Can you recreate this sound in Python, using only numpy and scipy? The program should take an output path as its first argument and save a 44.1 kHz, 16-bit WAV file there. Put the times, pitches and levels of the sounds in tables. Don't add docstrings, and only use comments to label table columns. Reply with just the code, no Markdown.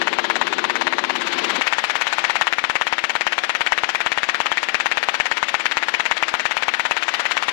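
import sys
import numpy as np
from scipy import signal
from scipy.fft import rfft, irfft, next_fast_len
from scipy.io import wavfile
from scipy.ndimage import map_coordinates

SR = 44100
rng = np.random.default_rng(int(sys.argv[2]) if len(sys.argv) > 2 else 0)


def dump_mix(stems):
    frames = np.atleast_2d(stems).T
    limited = np.clip(frames, -1, 1)
    pcm = np.round(limited * 32767).astype(np.int16)
    wavfile.write(sys.argv[1], SR, pcm)


N = 331746

# t/s, level/dB
AIR_RUSH = [(0, -34), (0.45, -33), (1.0, -34.5), (1.4, -28), (1.85, -30.5), (2.3, -29), (2.55, -33.5),
            (3.1, -33.5), (3.9, -32.5), (6.9, -32), (7.25, -30), (7.5, -31)]
# t/s, slap level/dB, lead of the second blade over the first/dB
WAKE_STRENGTH = [(0, -1.5, 4), (0.35, -2.5, 8), (0.65, -1.5, 0.5), (1.05, -2, 0), (1.27, -23, -3),
                 (1.45, -23, -5), (1.65, -1.5, -0.5), (2.2, -3, -1.5), (2.5, 0, 0.5), (3.35, -2, 4.5),
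                 (4.3, 0, 3.5), (4.55, -3, 1), (5.1, -1, 1.5), (5.6, -3, 11.5), (5.9, -2.5, 0),
                 (6.2, -1, 9), (7.05, -3, -1), (7.5, -1, 1)]
# f/Hz, relative level per Hz/dB
ECHO_COLOUR = [(120, -39), (300, -30.5), (700, -11), (1200, -7), (1900, -0.5), (2700, -2), (4000, -16.5),
               (5500, -29), (7300, -37), (15000, -40)]


def amp(db):
    return 10 ** (np.asarray(db) / 20)


def unit(x):
    return x / np.sqrt(np.mean(x ** 2) + 1e-20)


def curve(rows, at=None, axis=1):
    rows = np.asarray(rows, float)
    times = np.arange(N) / SR if at is None else at
    return np.interp(times, rows[:, 0], rows[:, axis])


def gains(points, size):
    hz, db = np.transpose(points)
    grid_hz = np.fft.rfftfreq(size, 1 / SR)
    return amp(np.interp(np.log(grid_hz + 1), np.log(hz), db))


def noise(points):
    size = next_fast_len(N + 8192)
    spectrum = rfft(rng.standard_normal(size)) * gains(points, size)
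    return unit(irfft(spectrum, size)[:N])


def wobble(rate):
    points = rng.standard_normal(int(N * rate / SR) + 4)
    return map_coordinates(points, [np.arange(N) * rate / SR])


def pulses(times, sizes, points, skew=1, size=2048, count=256):
    cepstrum = irfft(np.log(gains(points, size)))
    cepstrum[1:size // 2] *= 1 + skew
    cepstrum[size // 2 + 1:] *= 1 - skew
    shape = np.roll(irfft(np.exp(rfft(cepstrum))), count)
    index = np.clip(np.round(np.ravel(times) * SR).astype(int), 0, N)
    train = np.bincount(index, np.ravel(sizes), N + 1)[:N]
    return signal.fftconvolve(train, shape / np.abs(shape).max())[count:count + N]


def rotor_phase():
    # t/s, lag/ms
    blade_lag = [(0, -0.3), (0.45, -1.95), (1.3, -1.85), (1.65, 0.4), (2.3, 2.8), (2.81, 3.75), (3.3, 2.8),
                 (4.5, -1.25), (5.8, -1.3), (6.8, -0.8), (7.5, 2.6)]
    blade_hz, first_pass_s = 17.55, .0166
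    return (np.arange(N) / SR - first_pass_s - curve(blade_lag) / 1000) * blade_hz


def blade_passes(phase, scatter_db=1.23):
    # t/s, extra slap level/dB
    odd_slaps = [(0.87, 2), (2.41, 5), (2.93, 1.5), (3.27, 2.5), (3.72, 6), (3.84, -1.5), (4.40, 0.5),
                 (4.75, 6.5), (5.31, 2), (5.66, 1.5), (5.77, 4), (6.11, 3), (6.91, 3.5)]
    number = np.arange(int(phase[-1]) + 1)
    second_blade = number % 2 == 1
    even_times = np.interp(number, phase, np.arange(N) / SR)
    times = even_times + np.where(second_blade, .0002, -.00054)
    lead_db = np.where(second_blade, .5, -.5) * curve(WAKE_STRENGTH, times, axis=2)
    db = curve(WAKE_STRENGTH, times) + lead_db
    for s, extra_db in odd_slaps:
        nearest = np.argmin(np.abs(times - s))
        db[nearest] += extra_db
    return times, amp(db + scatter_db * rng.standard_normal(len(times)))


def cabin_rush(rush_db=5.5):
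    # f/Hz, relative level per Hz/dB
    cabin_colour = [(50, -21), (120, -34), (200, -13), (330, -13), (560, -4), (760, -0.5), (1200, -1),
                    (1900, 3), (3000, -2.5), (4000, -8), (5500, -15), (7500, -29.5), (10000, -32),
                    (15000, -52)]
    return amp(curve(AIR_RUSH) + rush_db) * noise(cabin_colour)


def hum(turns, orders, waver=0.31, drift=0.43):
    out = np.zeros(N)
    for order, db in orders:
        angle = 2 * np.pi * (round(order) * turns + rng.random()) + drift * wobble(7.7)
        level = amp(db) * (1 + waver * np.tanh(wobble(7.1)))
        out += level * np.sqrt(2) * np.sin(angle)
    return out


def machinery(phase, tail_db=0):
    # multiple of the crank rate, rms level/dB
    engine_orders = [(4, -60.5), (5, -62.5), (6, -49), (7, -53.5), (8, -51), (10, -56), (11, -65),
                     (12, -51)]
    # multiple of the tail blade rate, rms level/dB
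    tail_orders = [(1, -78), (2, -53), (3, -45.5), (4, -50), (5, -48)]
    crank_ratio, tail_ratio = 2.506, 6.42
    return hum(crank_ratio * phase, engine_orders) + amp(tail_db) * hum(tail_ratio * phase, tail_orders)


def second_microphone(phase, hum_db=-7):
    # t/s, level/dB
    open_level = [(0, -28), (1.1, -29), (1.35, -27), (1.6, -23), (1.625, -70), (1.7, -120)]
    # f/Hz, relative level per Hz/dB
    boomy_colour = [(60, -44), (125, -28), (175, -7), (250, 1), (295, -4.5), (355, 6.5), (550, -7),
                    (1100, 0), (1800, -18), (3100, -6), (4100, -7), (5500, -24), (9000, -43)]
    pickup = noise(boomy_colour) + amp(hum_db) * unit(machinery(phase, tail_db=-4.0))
    return amp(curve(open_level)) * pickup


def swish(phase, depth_db=22, width=0.18, late=0.12, gust_db=0.18, grain_db=1.06):
    # f/Hz, relative level per Hz/dB
    swish_colour = [(300, -23.5), (800, 1), (1500, 4), (2500, 3.5), (3500, 1), (5000, -8.5), (7200, -11),
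                    (8500, -18), (12000, -19.5), (15500, -41)]
    steady_rush_db, swish_db, growth = -32, -19.5, 1
    offset = (phase - late + .5) % 1 - .5
    swell_db = depth_db * (np.exp(-.5 * (offset / width) ** 2) - 1)
    eddies_db = gust_db * wobble(18) + grain_db * wobble(300)
    flow_db = growth * (curve(AIR_RUSH) - steady_rush_db)
    return amp(swish_db + flow_db + swell_db + eddies_db) * noise(swish_colour)


def echoes(times, strength, paths, colour, scatter=0.62, jitter_ms=0.034):
    delay_ms, gain = np.transpose(paths)
    shift, size = rng.standard_normal((2, len(times), len(gain)))
    arrivals = times[:, None] + (delay_ms + jitter_ms * shift) / 1000
    return pulses(arrivals, strength[:, None] * gain * (1 + scatter * size), colour)


def cabin_echoes(times, strength, banked_db=2, level_db=3.5, dull_share=0.14):
    # delay/ms, signed gain before the mix
    banked_paths = [(1.09, 0.29), (1.72, -0.14), (2.22, 0.26), (5.33, 0.23), (6.19, -0.19), (7.37, -0.26),
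                    (7.89, -0.17), (8.37, -0.24), (9.18, -0.27), (9.77, -0.16), (10.63, 0.13),
                    (11.13, -0.21)]
    level_paths = [(1.97, -0.11), (2.31, 0.17), (4.26, 0.09), (4.67, -0.13), (5.19, -0.19), (6.26, -0.11),
                   (6.49, 0.13), (7.1, 0.13), (7.48, -0.12), (7.91, -0.29), (8.37, -0.2), (9.23, -0.21),
                   (10.5, -0.17), (11.16, -0.11), (11.59, 0.13), (11.97, -0.08)]
    # delay/ms, signed gain
    far_path = [(11.8, 0.13)]
    # f/Hz, relative level per Hz/dB
    dull_colour = [(120, -57), (300, -23), (580, 0), (720, 5.5), (1000, 5.5), (1800, 5.5), (2700, -3.5),
                   (4000, -8), (8000, -43), (15000, -43)]
    far_colour = [(120, -46), (560, -13), (730, 1), (1300, 1.5), (2200, -22), (8000, -68)]
    banked = times < 1.4
    shade = dull_share * rng.standard_normal(len(times))
    hollow = echoes(times, strength * banked, banked_paths, dull_colour)
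    bright = echoes(times, strength * ~banked * (1 - shade), level_paths, ECHO_COLOUR)
    dull = echoes(times, strength * ~banked * shade, level_paths, dull_colour)
    far = echoes(times, strength, far_path, far_colour, scatter=0.32)
    return amp(banked_db) * hollow + amp(level_db) * (bright + dull) + far


def cabin_ring(times, strength, ring_db=-20, build=0.0058, t60=0.065, scatter_db=1):
    t = np.arange(SR // 10) / SR
    burst = (1 - np.exp(-(t / build) ** 2)) * amp(-60 * t / t60)
    sizes = strength * amp(scatter_db * rng.standard_normal(len(times)))
    train = np.bincount(np.round(times * SR).astype(int), sizes, N)
    envelope = signal.fftconvolve(train, burst / burst.max())[:N]
    return amp(ring_db) * envelope * noise(ECHO_COLOUR)


def shifting_colour(x, depth_db=2.0, per_octave=3.192, rate=17.5, order=512):
    hz, t, z = signal.stft(x, SR, nperseg=order)
    octaves = np.log2(1 + hz / 400)
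    knots = np.diff(rng.standard_normal((40, 400)), axis=1) / np.sqrt(2)
    grid = np.meshgrid(octaves * per_octave, t * rate, indexing="ij")
    field = map_coordinates(knots, grid, mode="mirror")
    tinted = z * amp(depth_db * 2 * np.tanh(field / 2))
    tinted *= np.linalg.norm(z, axis=0) / (np.linalg.norm(tinted, axis=0) + 1e-12)
    return signal.istft(tinted, SR, nperseg=order)[1][:N]


def thud(times, strength, thud_db=-49.5, growth=3.1):
    # f/Hz, relative level per Hz/dB
    thud_colour = [(30, 5), (130, 1), (300, -18), (800, -45), (4000, -100)]
    return -amp(thud_db) * pulses(times, strength ** growth, thud_colour)


def slap(times, strength, peak_db=5, skew=0.78, second_share=0.25, split_share=0.45, split_lead_db=1.5,
         edge_db=-19.0, edge_scatter_db=8):
    # f/Hz, relative level per Hz/dB
    crack_colour = [(100, -34.5), (250, -14.5), (520, -5.5), (920, 5), (1300, 2), (1800, 1), (2600, -4),
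                    (4000, -10.5), (7000, -21), (9000, -40), (15000, -72)]
    steep_colour = [(500, -29), (3000, 15), (7000, 18), (15000, -29)]
    later = times + rng.uniform(.00036, .0006, len(times))
    first_blade = np.arange(len(times)) % 2 == 0
    split = split_share * first_blade * np.tanh(curve(WAKE_STRENGTH, times, axis=2) / split_lead_db)
    share = split + second_share * rng.standard_normal(len(times))
    crack = pulses([times, later], [strength, strength * share], crack_colour, skew)
    sharpness = amp(edge_db + edge_scatter_db * np.tanh(rng.standard_normal(len(times))))
    steep_front = pulses(times, strength * sharpness, steep_colour)
    return amp(peak_db) * (crack + steep_front)


def scene(hum_db=-2, right_db=-70, floor_db=-68, scattered_db=0.57, spread=0.43):
    # f/Hz, relative level per Hz/dB
    floor_colour = [(20, -5), (300, -18.5), (2000, -26), (15000, -27)]
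    phase = rotor_phase()
    times, strength = blade_passes(phase)
    indirect = np.minimum(strength ** spread, 2.1 * strength)
    scattered = cabin_echoes(times, indirect) + cabin_ring(times, indirect) + swish(phase)
    rotor = slap(times, strength) + thud(times, strength) + amp(scattered_db) * shifting_colour(scattered)
    headset = rotor + cabin_rush() + amp(hum_db) * machinery(phase) + second_microphone(phase)
    right = amp(right_db) * headset + amp(floor_db) * noise(floor_colour)
    return np.array([headset, right])


def record(dry):
    # f/Hz, level/dB
    treble_response = [(7300, -1), (8400, -5.5), (12000, -8.5), (15500, -10)]
    ceiling, hardness = .94, 7
    clipped = dry / (1 + np.abs(dry / ceiling) ** hardness) ** (1 / hardness)
    size = next_fast_len(N + 8192)
    below_top = np.fft.rfftfreq(size, 1 / SR) < 15900
    passband = gains(treble_response, size) * below_top
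    return irfft(rfft(clipped, size) * passband, size)[:, :N]


dry = scene()
out = record(dry)
dump_mix(out)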